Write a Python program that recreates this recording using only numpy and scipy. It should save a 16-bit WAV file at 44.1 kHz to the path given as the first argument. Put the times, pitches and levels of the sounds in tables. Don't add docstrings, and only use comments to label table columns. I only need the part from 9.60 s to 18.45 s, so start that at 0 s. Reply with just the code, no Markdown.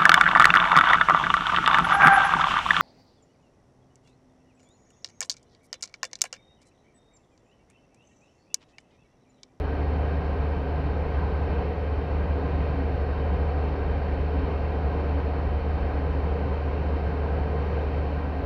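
import sys
import numpy as np
from scipy import signal
from scipy.fft import rfft, irfft
from scipy.io import wavfile

SR = 44100
rng = np.random.default_rng(int(sys.argv[2]) if len(sys.argv) > 2 else 0)


def dump(signal):
    limited = np.clip(np.atleast_2d(signal).T, -1, 1)
    pcm = np.round(limited * 32767).astype(np.int16)
    wavfile.write(sys.argv[1], SR, pcm)


N = 390285
FREQS = np.maximum(np.arange(N // 2 + 1) * SR / N, 1)


def from_db(db):
    return 10 ** (np.asarray(db) / 20)


def spectrum_db(points):
    hz, db = np.transpose(points)
    return np.interp(np.log(FREQS), np.log(hz), db)


def level_gain(points):
    seconds, db = np.transpose(points)
    return from_db(np.interp(np.arange(N) / SR, seconds, db))


def noise(density_db):
    white = rfft(rng.standard_normal(N))
    return irfft(white * from_db(density_db), N) * np.sqrt(SR / 2)


def drift(rate_hz):
    smoothing = 1 / (1 + (FREQS / rate_hz) ** 2) ** 2
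    slow = irfft(rfft(rng.standard_normal(N)) * smoothing, N)
    return (slow - slow.mean()) / slow.std()


def wandering_angle(hz, wander, rate_hz):
    return 2 * np.pi * np.cumsum(hz * (1 + wander * drift(rate_hz))) / SR


def rotor(turn_hz, orders, wander, flutter_db):
    angle = wandering_angle(turn_hz, wander, rate_hz=1)
    tone = np.zeros(N)
    for multiple, db in orders:
        start = rng.uniform(0, 2 * np.pi)
        tone += from_db(db) * np.sin(multiple * angle + start)
    return np.sqrt(2) * tone * from_db(flutter_db * drift(4))


def swell(sound, hz, width_hz, gain):
    band = irfft(rfft(sound) * np.exp(-(2 * (FREQS - hz) / width_hz) ** 2), N)
    return sound + band * (gain - 1)


def cabin_boom():
    # (frequency [Hz], level per Hz before the changes over time [dB])
    boom_spectrum = [(8, -83.5), (15, -69), (28, -59), (44, -56.5), (49, -46), (54, -53.5), (60, -47),
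                     (67, -49), (71, -52), (82, -54.5), (94, -56), (300, -150)]
    # (time [s], level [dB])
    boom_level = [(0, -1), (1.6, 0.5), (2.1, 2), (3.4, 0), (3.9, 0), (4.5, 0), (5.6, 1), (6.2, 1),
                  (7.5, -3)]
    return noise(spectrum_db(boom_spectrum)) * level_gain(boom_level)


def idling_engine():
    # (multiple of the crank rate, rms level before the flutter [dB])
    engine_orders = [(2, -51.5), (4, -54), (5, -46)]
    crank_hz = 12.8
    return rotor(crank_hz, engine_orders, wander=.012, flutter_db=-1)


def fan_wheel():
    # (multiple of the turning rate, rms level before flutter and changes over time [dB])
    wheel_orders = [(1, -27), (2, -48), (5, -55.5), (33, -74)]
    # (time [s], level [dB])
    wheel_level = [(0, -0.3), (1.5, -0.5), (3.5, 0.25), (8.1, 0), (8.8, -1.9)]
    wheel_hz = 73.95
    return rotor(wheel_hz, wheel_orders, wander=.0014, flutter_db=0.3) * level_gain(wheel_level)


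def vent_whistle():
    whistle_hz, wander = 1573, .011
    level_db, flicker_db = -63, 5
    angle = wandering_angle(whistle_hz, wander, rate_hz=25)
    flicker = np.minimum(drift(5.7), 1.5)
    return np.sqrt(2) * np.sin(angle) * from_db(level_db + flicker_db * flicker)


def air_rush():
    # (frequency [Hz], level per Hz before the ducts shape it [dB])
    air_spectrum = [(100, -61.5), (230, -76), (340, -74.5), (630, -77.5), (950, -73.5), (1400, -86.5),
                    (1750, -94), (2500, -87), (3430, -99.8), (4400, -92.5), (4800, -100.0), (5850, -105.9),
                    (6200, -113.0), (6600, -117.5), (7500, -120.7)]
    # (frequency [Hz], width at half the lift [Hz], lift [dB])
    duct_resonances = [(151, 14, 2.5), (170.8, 87.5, 11.5), (203, 16, 3.5), (267.6, 39, 12.5),
                       (294.8, 32.7, 5.5), (403, 58, 2), (430, 26, 1), (458, 173, 15.5), (486, 18, 1),
                       (571, 51, 6.5), (719, 169, 11.5), (860, 69, 2), (1041, 96, 5), (1259, 167, 5.5),
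                       (1579, 304, 16), (1875, 190, 11.0), (2156, 290, 6.5), (2386, 163, 4.5),
                       (2673, 200, 5), (3085, 297, 10), (3704, 250, 5.5), (4220, 189, 1.5), (5160, 65, 3)]
    # (time [s], level [dB])
    roar_level = [(0, -0.19), (1.4, -0.66), (2.1, 2), (2.7, -0.91), (3.7, 1.5), (5.5, -0.62), (6.6, .4),
                  (8.1, 1.2), (8.5, -2)]
    # (time [s], level [dB])
    drone_level = [(0, 3.5), (1.1, 0), (2.3, -2.5), (2.8, 0.8), (3.5, -1.3), (4.6, 0.7), (6.2, -0.2),
                   (8.8, -0.9)]
    # (frequency [Hz], width [Hz], flutter [dB])
    eddy_bands = [(726, 150, 0.78), (1000, 400, 0.6), (1570, 250, 0.9), (2600, 1600, 0.46)]
    low_hz, high_hz = 92, 7260
    eddy_rate_hz, surge_rate_hz, surge_db = 8, 3.1, 0.4

    lift_db = np.zeros(len(FREQS))
    for hz, width_hz, peak_db in duct_resonances:
        lift_db += peak_db / (1 + (2 * (FREQS - hz) / width_hz) ** 2)
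    rush = noise(spectrum_db(air_spectrum) + lift_db)

    rush = swell(rush, hz=450, width_hz=130, gain=level_gain(roar_level))
    rush = swell(rush, hz=276, width_hz=56, gain=level_gain(drone_level))
    for hz, width_hz, flutter_db in eddy_bands:
        rush = swell(rush, hz, width_hz, from_db(flutter_db * drift(eddy_rate_hz)))

    rush = signal.sosfilt(signal.butter(4, low_hz, "high", fs=SR, output="sos"), rush)
    rush = signal.sosfilt(signal.butter(8, high_hz, fs=SR, output="sos"), rush)
    return rush * from_db(surge_db * drift(surge_rate_hz))


def scene():
    mix = cabin_boom() + idling_engine() + fan_wheel() + vent_whistle() + air_rush()
    return mix[None, :]


def record(dry):
    # (frequency [Hz], level per Hz before the top is cut [dB])
    hiss_spectrum = [(5000, -126), (7800, -124), (8800, -120.5), (10000, -122), (12500, -122.5),
                     (15500, -119.5)]
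    cutoff_hz = 15700
    heard = dry + noise(spectrum_db(hiss_spectrum))
    top_cut = signal.ellip(10, .1, 80, cutoff_hz, fs=SR, output="sos")
    return signal.sosfilt(top_cut, heard)


dry = scene()
out = record(dry)
dump(out)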